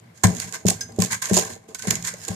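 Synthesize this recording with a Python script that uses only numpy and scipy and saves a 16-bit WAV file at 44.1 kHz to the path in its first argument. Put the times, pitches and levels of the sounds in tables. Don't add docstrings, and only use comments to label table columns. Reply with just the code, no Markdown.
import sys
import numpy as np
from scipy import signal
from scipy.fft import rfft, irfft
from scipy.io import wavfile
from scipy.ndimage import uniform_filter1d

SR = 44100
rng = np.random.default_rng(int(sys.argv[2]) if len(sys.argv) > 2 else 0)


def wav_record(signal):
    frames = np.transpose(np.atleast_2d(signal))
    bounded = np.clip(frames, -1, 1)
    quanta = np.round(bounded * 32767).astype(np.int16)
    wavfile.write(sys.argv[1], SR, quanta)


def voltage_ratio(level):
    return 10 ** (np.asarray(level, float) / 20)


N = 103635
T = np.arange(N) / SR

# start_s, boom_db, board_ring_db, knock_db, ring_t60_s
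LANDINGS = [
    (0.24, -2, -6, -28, 0.37),
    (0.303, -26, -21, -30, 0.26),
    (.651, -15.5, -8, -11.5, 0.2),
    (0.9856, -21.5, -9.5, -12, 0.26),
    (1.312, -22.5, -9.5, -11, 0.35),
    (1.872, -23.5, -10.5, -21.5, 0.12),
    (1.903, -53, -26.5, -42, 0.55),
    (2.134, -56, -39, -42, 0.2),
    (2.2947, -19, -23.5, -41, 0.38),
]
# pitch_hz, level_db, left_over_right_db, share_of_t60, signed_gain
BOARD_MODES = [(181.2, -0.5, 7, 1.0, 0.82), (216, -7.5, 13, 0.41, -1.22)]
# pitch_hz, level_db, t60_s, left_over_right_db
KNOCK_MODES = [(256, -14.5, 0.0078, -8), (417.6, 0.5, 0.031, -11.5), (600, 2, 0.014, 2),
               (825, -42, 0.16, 26)]
# start_s, rise_s, level_db, fall_t60_s, body_share_db
SCRAPES = [(.234, 0.0023, -21, 0.13, 9.5), (.265, 0.0064, -40, 1, 7), (.652, 0.022, -30.5, 0.22, -6),
           (.68, 0.0028, -19.5, 0.088, -14), (.697, 0.032, -36, 0.037, -2), (.72, 0.028, -51.5, 1, 11.5),
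           (.988, 0.00067, -42.5, 0.6, 5), (1.001, 0.0043, -31.5, 0.3, 2), (1.019, 0.0087, -34.5, 0.22, 3),
           (1.328, 0.03, -25.5, 0.31, -12), (1.36, 0.011, -24.5, 0.18, -3.5),
           (1.41, 0.0053, -41.5, 0.51, 12.5), (1.868, 0.0026, -33, 0.42, 9), (1.9, 0.0044, -28.5, 0.24, 7.5),
           (2.272, 0.023, -39.5, 0.38, 5),
           (0, 0.037, -79, 1.1, 29), (0.138, 0.023, -57.5, 1, 6.5), (.395, .004, -58, 0.25, -8),
          (.955, 0.023, -55.5, 0.37, 3), (0.341, 0.079, -37, 0.37, 5.5), (0.526, 0.017, -33.5, 0.14, 11),
          (0.807, 0.004, -35.5, 0.11, -4), (.9, 0.048, -60.5, 0.9, -7), (1.096, 0.023, -28.5, 0.16, 9.5),
          (1.116, 0.013, -28.5, 0.13, 12.5), (1.216, 0.0043, -30.5, 0.64, 8.5), (1.27, .03, -35.5, 0.38, 8),
          (1.452, 0.076, -43.5, 0.17, 0), (1.681, 0.0021, -56.5, 0.49, 1), (1.747, 0.0021, -33.5, 0.071, 3),
          (1.775, 0.014, -40.5, 0.33, 3), (1.821, 0.0043, -41, 0.85, 8.5), (2.029, 0.026, -33, 0.28, 9),
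          (2.053, 0.024, -29.5, 0.11, 7), (2.12, 0.02, -49.5, 1.6, 6.5), (2.188, 0.05, -42.5, 0.56, 0.5)]
# start_s, peak_db
SNAPS = [(.1757, -41), (.6562, -24), (.8078, -21), (.9211, -38), (.962, -36), (.9894, -23), (1.1106, -20),
         (1.3406, -11), (1.4105, -17), (1.6893, -40), (1.7462, -19), (1.7931, -30), (1.8719, -19),
         (2.0724, -17), (2.2151, -34), (2.2495, -26), (2.285, -19), (0.2409, -6), (0.2688, -17),
         (0.3491, -25), (0.3671, -23), (0.3997, -14), (1.0375, -17), (1.0475, -17), (1.0585, -20),
         (1.2555, -17), (0.5242, -22), (0.6664, -13), (0.6833, -9), (0.6994, -9), (0.7034, -9),
         (1.0021, -18), (1.0203, -4), (1.1209, -14), (1.2261, -19), (1.3329, -11), (1.3454, -10),
         (1.3668, -8), (1.3744, -6), (1.3864, -10), (1.3944, -10), (1.4496, -23), (1.8223, -21),
         (1.9068, -2), (1.954, -16), (2.0248, -23), (2.0487, -19), (2.139, -29), (2.2807, -19)]
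# start_s, rise_s, level_db, fall_t60_s
CRUNCHES = [(0.233, 0.0069, -27, 0.26), (0.302, 0.02, -46, 0.85), (.655, 0.0042, -36.5, 0.16),
            (0.682, 0.0037, -31.5, 0.19), (0.7, 0.011, -33.5, 0.084), (.5, .03, -52.5, 0.71),
            (.78, 0.0084, -51, 0.38), (0.988, 0.003, -31.5, 0.15), (1.317, 0.0073, -33.5, 0.67),
            (.88, 0.015, -49, 0.55), (1.017, 0.0065, -33.5, 0.22), (1.22, 0.097, -42, 1),
            (1.357, 0.014, -26, 0.13), (1.385, 0.0066, -30, 0.092), (1.42, 0.021, -50.5, 0.17),
            (1.682, 0.0032, -46.5, 0.26), (1.829, 0.017, -43, 1), (1.899, 0.011, -32.5, 0.1),
            (2.13, 0.008, -54.5, 1), (2.256, 0.037, -39, 0.26)]
# pitch_hz, width_hz, level_db, left_over_right_db
FLESH = [(390.5, 117, -1.5, -11.5), (446.5, 78.5, 5, 0), (653, 177, 2.5, 0), (768.7, 76, -0.5, 10),
         (1030, 320, -6, 12.5)]
# pitch_hz, width_hz, level_db
SHELL_BODY = [(1062, 290, -10.5), (1623, 208, -7.5), (1770, 150, -9), (2074, 810, -6.5)]
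# pitch_hz, level_db_per_hz
GRIT = [(900, -33), (1600, -11), (3500, -10), (4900, -6.5), (5700, -6.5), (6900, 3), (8800, -9),
        (14500, -17)]
# pitch_hz, left_over_right_db
LEAN = [(60, -6), (110, -8), (200, 1), (380, -12), (700, 3), (1290, 4), (2380, 1.5), (4400, 2),
        (8120, -15.5), (15000, -8.5)]
# pitch_hz, width_hz, level_db
PATCHES = [(hz, hz / 6, 0) for hz in 2700 * 1.25 ** np.arange(7)]
# start_s, pitch_hz, level_db, t60_s
CRACKS = [(0.239, 563, -20, 0.065), (.241, 724, -21, 0.093), (.372, 445, -37.5, 0.11),
          (.683, 400, -23, 0.039), (.684, 643, -25.5, 0.029), (.71, 756, -26, 0.047),
          (0.969, 600, -39.5, 0.13), (1.016, 635, -25, 0.025), (1.02, 1033, -33, 0.047),
          (1.295, 600, -31, 0.12), (1.365, 600, -18, 0.064), (1.368, 376, -17.5, 0.088),
          (1.368, 1003, -26.5, 0.091), (1.371, 762, -19.5, .06), (1.386, 762, -18.5, 0.075),
          (1.685, 444, -35.5, .12), (1.836, 581, -39, 0.042), (2.138, 585, -34, 0.049)]
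RING_STARTS = [.8085, 1.7475, 1.794, .54, 1.135, .235, .921]
# pitch_hz, level_db, t60_s, left_over_right_db
RING_MODES = [
    [(1605, -34, .15, 6), (5075, -23, .09, 4), (5030, -40, .25, 2), (6225, -26, .09, -6),
     (6190, -37, .25, -8)],
    [(1518, -38, .08, 5), (2300, -33, .04, 3)],
    [(1520, -36, .13, 5)],
    [(1555, -33, .08, 5)],
    [(1600, -33, .08, 5)],
    [(1030, -20, .1, 5)],
    [(5075, -55, .1, 3)],
]
# pitch_hz, level_db_per_hz
HUM = [(18, -46), (30, -16), (216, -13.5), (355, -12), (1060, -19.5), (1300, -24), (2900, -27),
       (14000, -38.5)]
REST_TIMES = [1.55, 1.601, 1.669, 1.683]

BOOM_HZ, BOOM_T60_S, PUSH_S = 105, .15, 0.0017
SWELL_S, HOLD_S, STILL_DB = 0.0058, 0.064, -9
ROCK_DB = 7.5
SNAP_T60_S, SNAP_DB = .009, -4.5
GRAIN_PER_S, GRAIN_DB, ROUGH_DB, CRACKLE_DB = 4000, 2.2, 1.5, 2.5
PATCH_DB, PATCHY_DB = -16, 3.5
BODY_DB, LEFT_LAG_S = -7, .0019
RING_RUB_S = 0.009
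HUM_DB, RUMBLE_DB = -56.5, -55.5
AFTER_DB, AFTER_T60_S, SHUDDER_WALK_DB = -21.5, 0.49, 2.5
ROOM_T60_S, ROOM_DB = .25, -13
REST_DB, TOP_HZ = -4.5, 14600


def unit(x):
    return x / np.sqrt(np.mean(x ** 2))


def curve(points, hz):
    p = np.array(points, float)
    return np.interp(np.log(hz + 1), np.log(p[:, 0] + 1), p[:, 1])


def colour(x, db_of_hz):
    response = voltage_ratio(db_of_hz(np.fft.rfftfreq(2048, 1 / SR)))
    cepstrum = np.fft.irfft(np.log(response))
    cepstrum[1:1024] *= 2
    cepstrum[1025:] = 0
    return signal.fftconvolve(x, irfft(np.exp(rfft(cepstrum))))[:N]


def mode(x, hz, t60):
    pole = np.exp(2j * np.pi * hz / SR - np.log(1000) / (max(t60, .005) * SR))
    return signal.lfilter([1], [1, -pole], x).imag


def walk(rate):
    k = int(SR / rate)
    steps = np.repeat(rng.standard_normal(N // k + 1), k)
    return unit(uniform_filter1d(steps, k)[:N])


def bands(x, table, patchy_db=0.):
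    total = 0
    for hz, width, db in table:
        level = voltage_ratio(db + patchy_db * walk(25.16))
        t60 = 2.82 / width
        total = total + level * unit(mode(mode(x, hz, t60), hz, t60))
    return total


def pan(db):
    return voltage_ratio(np.array([[db], [-db]]) / 2)


def swell(s, rise, db, t60):
    u = np.clip(T - s, 0, 9)
    rise = max(rise, .0005)
    fall = np.exp(-np.log(1000) * np.maximum(u - rise, 0) / max(t60, .01))
    return voltage_ratio(db) * np.minimum(u / rise, 1) ** 1.5 * fall


def push(s, width):
    u = (T - s) / max(width, 2 / SR)
    x = np.sin(np.pi * np.clip(u, 0, 1)) ** 2
    return x / x.sum()


def thumps():
    out = np.zeros((2, N))
    for s, boom_db, ring_db, knock_db, t60 in LANDINGS:
        hit, slow = push(s, PUSH_S), push(s, SWELL_S)
        still = voltage_ratio(STILL_DB * np.clip((T - s - HOLD_S) / 0.017, 0, 1))
        rocking = np.clip((T - s - HOLD_S) / 0.029, 0, 1)
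        rock = voltage_ratio(ROCK_DB * np.array([walk(43.6), walk(45)]) * rocking)
        out += voltage_ratio(boom_db) * mode(slow, BOOM_HZ, BOOM_T60_S) * rock[0]
        grow = 1 - np.exp(-np.clip(T - s, 0, 9) / SWELL_S)
        for hz, db, lr_db, share, sign in BOARD_MODES:
            ring = mode(hit, hz, t60 * share) * grow * still * rock[1]
            out += pan(lr_db) * sign * voltage_ratio(ring_db + db) * ring
        for hz, db, knock_t60, lr_db in KNOCK_MODES:
            out -= pan(lr_db) * voltage_ratio(knock_db + db) * mode(hit, hz, knock_t60)
    return out


def grains():
    size = voltage_ratio(GRAIN_DB * np.minimum(rng.exponential(size=N), 5))
    clicks = (rng.random(N) < GRAIN_PER_S / SR) * size
    held = signal.lfilter([1], [1, -.93], clicks)
    return unit(0.45 + held) * voltage_ratio(ROUGH_DB * walk(96))


def rind():
    rows = SCRAPES
    grit = np.sqrt(sum(swell(s, r, db, t) ** 2 for s, r, db, t, _ in rows))
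    body = np.sqrt(sum(swell(s, r, db + b + BODY_DB, t) ** 2 for s, r, db, t, b in rows))
    snaps = sum(swell(s, 0.00034, db + SNAP_DB, SNAP_T60_S) for s, db in SNAPS)
    crunch = voltage_ratio(CRACKLE_DB * walk(140)) * np.sqrt(sum(swell(*row) ** 2 for row in CRUNCHES))
    stick_slip = grains()
    shared = rng.standard_normal(N)
    out = []
    for side in (1, -1):
        def port_colour(hz):
            port_share_db = -10 * np.log10(1 + voltage_ratio(-2 * side * curve(LEAN, hz)))
            return curve(GRIT, hz) + port_share_db - 30 * (hz < 800)

        noise = rng.standard_normal(N)
        patches = voltage_ratio(PATCH_DB) * bands(rng.standard_normal(N), PATCHES, PATCHY_DB)
        norm = np.std(colour(noise, lambda hz: curve(GRIT, hz)))
        tearing = (noise + patches) * stick_slip * grit + np.sign(noise) * snaps
        y = 2 * colour(tearing, port_colour) / norm
        y = y + body * voltage_ratio(3.8 * side) * bands(rng.standard_normal(N) * stick_slip, SHELL_BODY, 2.26)
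        y = np.roll(y, int(LEFT_LAG_S * SR) * (side > 0))
        flesh = [(hz, width, db + side * lr_db / 2) for hz, width, db, lr_db in FLESH]
        y = y + crunch * 0.64 * bands((shared + 1.14 * noise) * stick_slip, flesh)
        out.append(y)
    return np.array(out)


def shell():
    out = np.zeros((2, N))
    lean = np.array(FLESH)[:, ::3]
    for s, hz, db, t60 in CRACKS:
        jolt = rng.standard_normal(N) * swell(s, .002, 0, 0.013)
        ring = mode(jolt, hz, t60)
        out += pan(curve(lean, hz)) * voltage_ratio(db) * ring / np.abs(ring).max()
    return out


def blade():
    out = np.zeros((2, N))
    for s, modes in zip(RING_STARTS, RING_MODES):
        rub = rng.standard_normal(N) * swell(s, 0.0018, 0, RING_RUB_S)
        for hz, db, t60, lr_db in modes:
            ring = mode(rub, hz, t60)
            out += pan(lr_db) * voltage_ratio(db) * ring / np.abs(ring).max()
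    return out


def room(x):
    t = T[:SR // 2]
    tail = rng.standard_normal((2, len(t))) * voltage_ratio(-60 * t / ROOM_T60_S) * (t > .003)
    tail = tail / np.sqrt(np.sum(tail ** 2, axis=1, keepdims=True))
    return voltage_ratio(ROOM_DB) * signal.fftconvolve(x, tail, axes=1)[:, :N]


def kitchen():
    mid, left, right = rng.standard_normal((3, N))
    low = colour(mid, lambda hz: curve(HUM, hz) - 40 * (hz > 260))
    high = [colour(v, lambda hz: curve(HUM, hz) + 3 - 40 * (hz <= 260)) for v in (left, right)]
    hum = low + np.array(high)
    shudder = bands(rng.standard_normal(N), [(116.5, 46, 0), (173.3, 38, -0.5), (224.7, 46, -3.5)])
    after = sum(swell(row[0], 0.0053, row[2] + AFTER_DB, AFTER_T60_S) for row in LANDINGS)
    work = voltage_ratio(RUMBLE_DB) + after
    return voltage_ratio(HUM_DB) * unit(hum) + voltage_ratio(SHUDDER_WALK_DB * walk(22.74)) * shudder * work


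def scene():
    rest = voltage_ratio(np.interp(T, REST_TIMES, [0, REST_DB, REST_DB, 0]))
    near = rind() + blade() + shell()
    return rest * (near + room(near) + kitchen()) + thumps()


def low_pass(x):
    return signal.sosfilt(signal.butter(12, 15710, fs=SR, output="sos"), x)


def record(dry):
    x = signal.sosfilt(signal.butter(3, 70, "high", fs=SR, output="sos"), dry)
    x = signal.sosfilt(signal.ellip(6, .5, 32, TOP_HZ, fs=SR, output="sos"), x)
    mix = np.tanh(x)
    return low_pass(mix)


dry = scene()
out = record(dry)
wav_record(out)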